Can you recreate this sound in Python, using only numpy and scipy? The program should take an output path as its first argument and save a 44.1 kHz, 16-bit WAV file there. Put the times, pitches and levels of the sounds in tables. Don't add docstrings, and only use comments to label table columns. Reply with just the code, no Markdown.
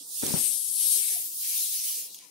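import sys
import numpy as np
from scipy import signal
from scipy.io import wavfile
from scipy.ndimage import map_coordinates

SR = 44100
rng = np.random.default_rng(int(sys.argv[2]) if len(sys.argv) > 2 else 0)


def waveform_to_disk(signal):
    frames = np.transpose(np.atleast_2d(signal))
    scaled = np.clip(frames, -1, 1) * 32767
    samples = np.round(scaled).astype(np.int16)
    wavfile.write(sys.argv[1], SR, samples)


N = 101429


def amp(db):
    return 10 ** (np.asarray(db) / 20)


def rms_one(x):
    return x / np.sqrt(np.mean(x ** 2) + 1e-20)


def in_time(rows):
    s, *columns = np.transpose(rows)
    return [np.interp(np.arange(N) / SR, s, column) for column in columns]


def at_hz(points, hz):
    table_hz, values = np.transpose(points)
    return np.interp(np.log(hz), np.log(table_hz), values)


def drift(rate_hz):
    pole = np.exp(-80 * np.pi * rate_hz / SR)
    noise = rng.standard_normal(N // 40 + 2002)
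    slow = signal.lfilter([1], [1, -2 * pole, pole * pole], noise)[2000:]
    slow = rms_one(slow - slow.mean())
    return np.interp(np.arange(N) / 40, np.arange(len(slow)), slow)


def cut(x, hz, kind, order=4):
    return signal.sosfilt(signal.butter(order, hz, kind, fs=SR, output="sos"), x)


def ring(x, hz, t60_s):
    radius = amp(-60 / (t60_s * SR))
    angle = 2 * np.pi * hz / SR
    return signal.lfilter([0, np.sin(angle)], [1, -2 * radius * np.cos(angle), radius ** 2], x + 1e-18)


def grains(per_s, spread_db):
    shape = (2, 2, N)
    hits = rng.random(shape) < per_s / SR
    size = amp(spread_db * np.minimum(rng.exponential(1, shape), 5))
    return hits * size * rng.choice([-1, 1], shape)


# freq_hz, likeness (-1 opposite .. 1 same)
LIKENESS_BY_HZ = [(60, 0.99), (200, 1), (640, 0.83), (1400, -0.35), (3100, 0.63), (5500, 0.54),
                  (7100, -0.12), (9500, -0.13)]


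def bands(source, left, right, edges, patchy_db, rate_hz, extra_db=lambda hz: 0):
    out, together = 0, drift(rate_hz)
    for k, (low, high) in enumerate(zip(edges, edges[1:])):
        mid, side = cut(source[k % 2], [low, high], "band", order=3)
        hz = np.sqrt(low * high)
        alike = np.clip(at_hz(LIKENESS_BY_HZ, hz), -1, 1)
        flicker_db = patchy_db * (0.52 * together + drift(2 * rate_hz))
        colour = amp([[at_hz(left, hz)], [at_hz(right, hz)]])
        stereo = np.sqrt(1 + alike) * mid + np.sqrt(1 - alike) * side * [[1], [-1]]
        out = out + amp(flicker_db + extra_db(hz)) * colour * stereo
    return out


# time_s, flow_db (mid hiss), treble_db (upper treble over it),
# pan_db (left over right), edge_db (low edge of the hiss over it)
POUR_FLOW = [(0, -44, -14, -7, -22), (.06, -51.5, 2, -5, -33), (.15, -41.5, 2.5, -5, -24.5),
             (.26, -35, -0.5, -6, -11), (.33, -34, -5, -3, -10.5), (.45, -37.5, 2.5, 2.5, -7),
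             (.56, -39.5, -2, 0, -20), (.66, -40.5, 0, -2.5, -19), (.76, -38.5, -0.5, -2, -23.5),
             (.81, -35.5, -2.5, -2.5, -16), (.92, -31.5, -1, -1.5, -20.5), (1.05, -37.5, 5, -0.5, -5.5),
             (1.17, -40, 6.5, -1, -8), (1.29, -50.5, 18, 1, -14.5), (1.39, -45, 13, -1.5, -24.5),
             (1.44, -38, 7.5, -0.5, -5.5), (1.6, -34, 5.5, 1.5, -15.5), (1.73, -36.5, 4.5, 0.5, -16),
             (1.82, -39, 5, -0.5, -9), (1.9, -36, 6, -1.5, -11), (2.04, -43.5, 2.5, -0.5, -12),
             (2.085, -50.5, 1.5, 0.5, -9.5), (2.14, -50, -2, 2, -28), (2.2, -47, -25, 0, -8),
             (2.3, -60.5, -4, 9, -1)]
# time_s, lower_ring_db, upper_ring_db (drive of each resonance)
CUPPING = [(0, 11.5, -5), (.3, 14.5, 0), (.36, 19, 18), (.45, 25.5, 23), (.6, 20, 25), (.75, 21.5, 25.5),
           (.9, 18, 24), (1.05, 20.5, 21.5), (1.18, 13, 23.5), (1.3, 2.5, 2), (1.42, -30, -41)]
# centre_hz, width_hz
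CUP_RESONANCES = [(9050, 1870), (11000, 1380)]
# freq_hz, density_db (per Hz)
GRAIN_COLOUR_LEFT = [(1300, -33.5), (1900, -20), (2400, -14.5), (3400, -6.5), (4600, -3.5), (6300, -0.5),
                     (8000, -5.5), (9500, 2), (11400, 1.7), (13400, 0.5), (16000, -5)]
GRAIN_COLOUR_RIGHT = [(1300, -26), (1900, -28), (2400, -16), (3400, -10.5), (4600, -6), (6300, -5.5),
                      (8000, -1), (9500, 2.5), (11400, -0.7), (13400, -8.5), (16000, 0)]
GRAINS_PER_S, GRAIN_SPREAD_DB, GRAIN_FLOOR_HZ = 9000, 2, 1650
TREBLE_HZ, TREBLE_REF_DB = 10800, 2.5
EDGE_HZ, EDGE_REF_DB = 2770, -15
EDGE_CLIMB = 0.086


def powder():
    flow_db, treble_db, pan_db, edge_db = in_time(POUR_FLOW)
    landing = grains(GRAINS_PER_S, GRAIN_SPREAD_DB)
    edge_hz = EDGE_HZ * amp(EDGE_CLIMB * (EDGE_REF_DB - edge_db))

    def tilt_db(hz):
        treble = (treble_db - TREBLE_REF_DB) / (1 + (TREBLE_HZ / hz) ** 1.9)
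        edge = (edge_db - EDGE_REF_DB) / (1 + (hz / edge_hz) ** 13.6)
        return treble + edge

    hiss = bands(landing, GRAIN_COLOUR_LEFT, GRAIN_COLOUR_RIGHT, np.geomspace(900, 17500, 30),
                 patchy_db=1.77, rate_hz=10.0, extra_db=tilt_db)
    hiss = cut(hiss, GRAIN_FLOOR_HZ, "high")
    hiss = hiss / np.std(cut(hiss, [3000, 7000], "band"))
    for (hz, width_hz), cup_db, source in zip(CUP_RESONANCES, in_time(CUPPING), landing[:, 0]):
        bright = cut(rms_one(source), hz / 2, "high")
        ringing = cut(bright, [hz - width_hz / 2, hz + width_hz / 2], "band", order=2)
        hiss[0] += amp(cup_db) * ringing
    return hiss * amp(flow_db + pan_db / 2 * np.array([[1], [-1]]))


ECHO_S, ECHO_DB = .02, -9.5
ECHO_SWAY_S, SWAY_HZ = .00006, 1.69


def echoes(x):
    out = x.copy()
    for side in range(2):
        for share in rng.uniform(.1, 1, 8):
            lag = (share * ECHO_S + ECHO_SWAY_S * drift(SWAY_HZ)) * SR
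            echo = map_coordinates(x[side], [np.arange(N) - lag], order=3, mode="mirror")
            out[side] += amp(ECHO_DB) * echo
    return out / np.sqrt(1 + 8 * amp(2 * ECHO_DB))


# start_s, length_s, level_db (RMS before flutter), pitch_hz (at start)
FAR_TONES = [(0, 0.033, -61.5, 290), (0.546, 0.051, -67.5, 658), (0.94, 0.094, -66.5, 422),
             (1.088, 0.17, -67.5, 782), (1.105, 0.04, -63.5, 409), (1.156, 0.02, -52, 720),
             (1.877, 0.054, -74, 1142), (1.561, 0.027, -65.5, 403), (1.958, 0.041, -68, 468),
             (2.208, 0.075, -69.5, 1035)]
TONE_WAVER, TONE_SAG_PER_S = .02, .7
TONE_FLUTTER_DB = 4.5


def tones():
    t, out = np.arange(N) / SR, np.zeros(N)
    for start_s, length_s, level_db, hz in FAR_TONES:
        swell = np.sin(np.pi * np.clip((t - start_s) / length_s, 0, 1))
        level = 2 * amp(level_db + TONE_FLUTTER_DB * drift(55.0))
        sag = TONE_SAG_PER_S * np.clip(t - start_s, 0, length_s)
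        pitch_hz = hz * (1 + TONE_WAVER * drift(36.0) - sag)
        out += swell * level * np.sin(2 * np.pi * np.cumsum(pitch_hz) / SR)
    return out


# freq_hz, density_db (per Hz)
ROOM_COLOUR = [(50, -35), (120, -27.5), (174, -9.5), (320, -10.5), (450, -7.5), (650, -16.5), (1000, -12),
               (1500, -25), (3000, -41), (16000, -53)]
# time_s, shift_db
ROOM_MIDS_SHIFT = [(0, 1.5), (.6, -4.5), (.95, -0.5), (1.4, 0), (1.9, -2.5), (2.3, 1.5)]
ROOM_DB = -67.5


def room():
    shift_db, = in_time(ROOM_MIDS_SHIFT)

    def mids_db(hz):
        return shift_db / (1 + (600 / hz) ** 6)

    noise = bands(rng.standard_normal((2, 2, N)), ROOM_COLOUR, ROOM_COLOUR, np.geomspace(25, 17000, 22),
                  patchy_db=2.0, rate_hz=4.4, extra_db=mids_db)
    return amp(ROOM_DB) * rms_one(noise)


# time_s, level_db
RUBBING = [(.2, -102), (.224, -38.5), (.235, -35), (.247, -38.5), (.265, -36), (.32, -39.5), (.345, -31),
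           (.39, -41.5), (.43, -45.5), (.475, -52), (.58, -71.5)]
# freq_hz, density_db (per Hz)
RUBBING_COLOUR = [(60, -9), (200, -2), (400, -1.5), (700, -11.5), (1100, -16.5), (2200, -18)]
# start_s, strike_db, pitch_hz, t60_s, tick_db (sharp tick over the strike)
FINGER_THUMPS = [(0.2299, -20.5, 270, 0.016, -4), (.234, -13.5, 320, 0.021, -7),
                 (0.306, -18, 262, 0.013, -5), (0.3195, -24, 246, 0.013, -20),
                 (0.339, -8.5, 181, 0.032, -28), (0.37, -21.5, 150, 0.033, -30)]
RUB_CATCHES_PER_S, RUB_RIGHT_DB = 2500, -23
RUB_DULLS = 0.63
THUMP_EDGE_HZ, THUMP_EDGE_DB, THUMP_TICK_HZ = 910, -18.5, 1740
MIC_LOW_HZ = 116


def finger():
    level_db, = in_time(RUBBING)

    def dull_db(hz):
        return RUB_DULLS * np.minimum(level_db + 40, 0) / (1 + (700 / hz) ** 6)

    rub = bands(grains(RUB_CATCHES_PER_S, 2.7), RUBBING_COLOUR, RUBBING_COLOUR, np.geomspace(60, 2400, 11),
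                patchy_db=1.5, rate_hz=19.0, extra_db=dull_db)[0]
    rub = rms_one(rub)
    left = amp(level_db) * rub
    for start_s, strike_db, hz, t60_s, tick_db in FINGER_THUMPS:
        click = np.zeros(N)
        click[int(start_s * SR)] = -amp(strike_db)
        soft = np.convolve(click, np.hanning(61) / 30)[:N]
        left += ring(soft, hz, t60_s)
        left += amp(THUMP_EDGE_DB) * ring(click, THUMP_EDGE_HZ, 0.027)
        left += amp(tick_db) * ring(click, THUMP_TICK_HZ, 0.0016)
    right = amp(RUB_RIGHT_DB + level_db) * cut(rub, 400, "high")
    return np.array([cut(left, MIC_LOW_HZ, "high", order=2), right])


# start_s, strike_db
FILM_SNAPS = [(0.2658, -12.5), (2.1446, -29.5), (2.1463, -27.5), (2.1505, -31), (2.154, -34), (2.159, -36),
              (2.1886, -30.5), (2.25, -41)]
# pitch_hz, level_db (over the strike), t60_s
FILM_MODES = [(3340, -14.5, 0.014), (4550, -20, 0.0054), (6590, -8, 0.008), (8260, -14, 0.0038),
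              (10400, -16, 0.0034), (13000, -5, .002)]
CRACK_DB, CRACK_T60_S = -10, 0.012


def snaps():
    start_s, strike_db = np.transpose(FILM_SNAPS)
    at = (start_s * SR).astype(int)
    jitter_db = rng.normal(0, 1.0, (len(at), len(FILM_MODES), 2))
    bursts = np.zeros(N)
    bursts[at] = amp(strike_db + CRACK_DB)
    decay = amp(-60 / (CRACK_T60_S * SR))
    out = signal.lfilter([1], [1, -decay], bursts + 1e-18) * rng.standard_normal((2, N))
    for k, (hz, mode_db, t60_s) in enumerate(FILM_MODES):
        clicks = np.zeros((2, N))
        clicks[:, at] = amp(strike_db + mode_db + jitter_db[:, k].T)
        out += (-1) ** k * ring(clicks, hz, t60_s)
    return cut(out, 2840, "high")


def scene():
    return echoes(powder()) + tones() + room() + finger() + snaps()


CUTOFF_HZ = 15750


def record(dry):
    return signal.sosfilt(signal.ellip(14, .5, 75, CUTOFF_HZ, fs=SR, output="sos"), dry)


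dry = scene()
out = record(dry)
waveform_to_disk(out)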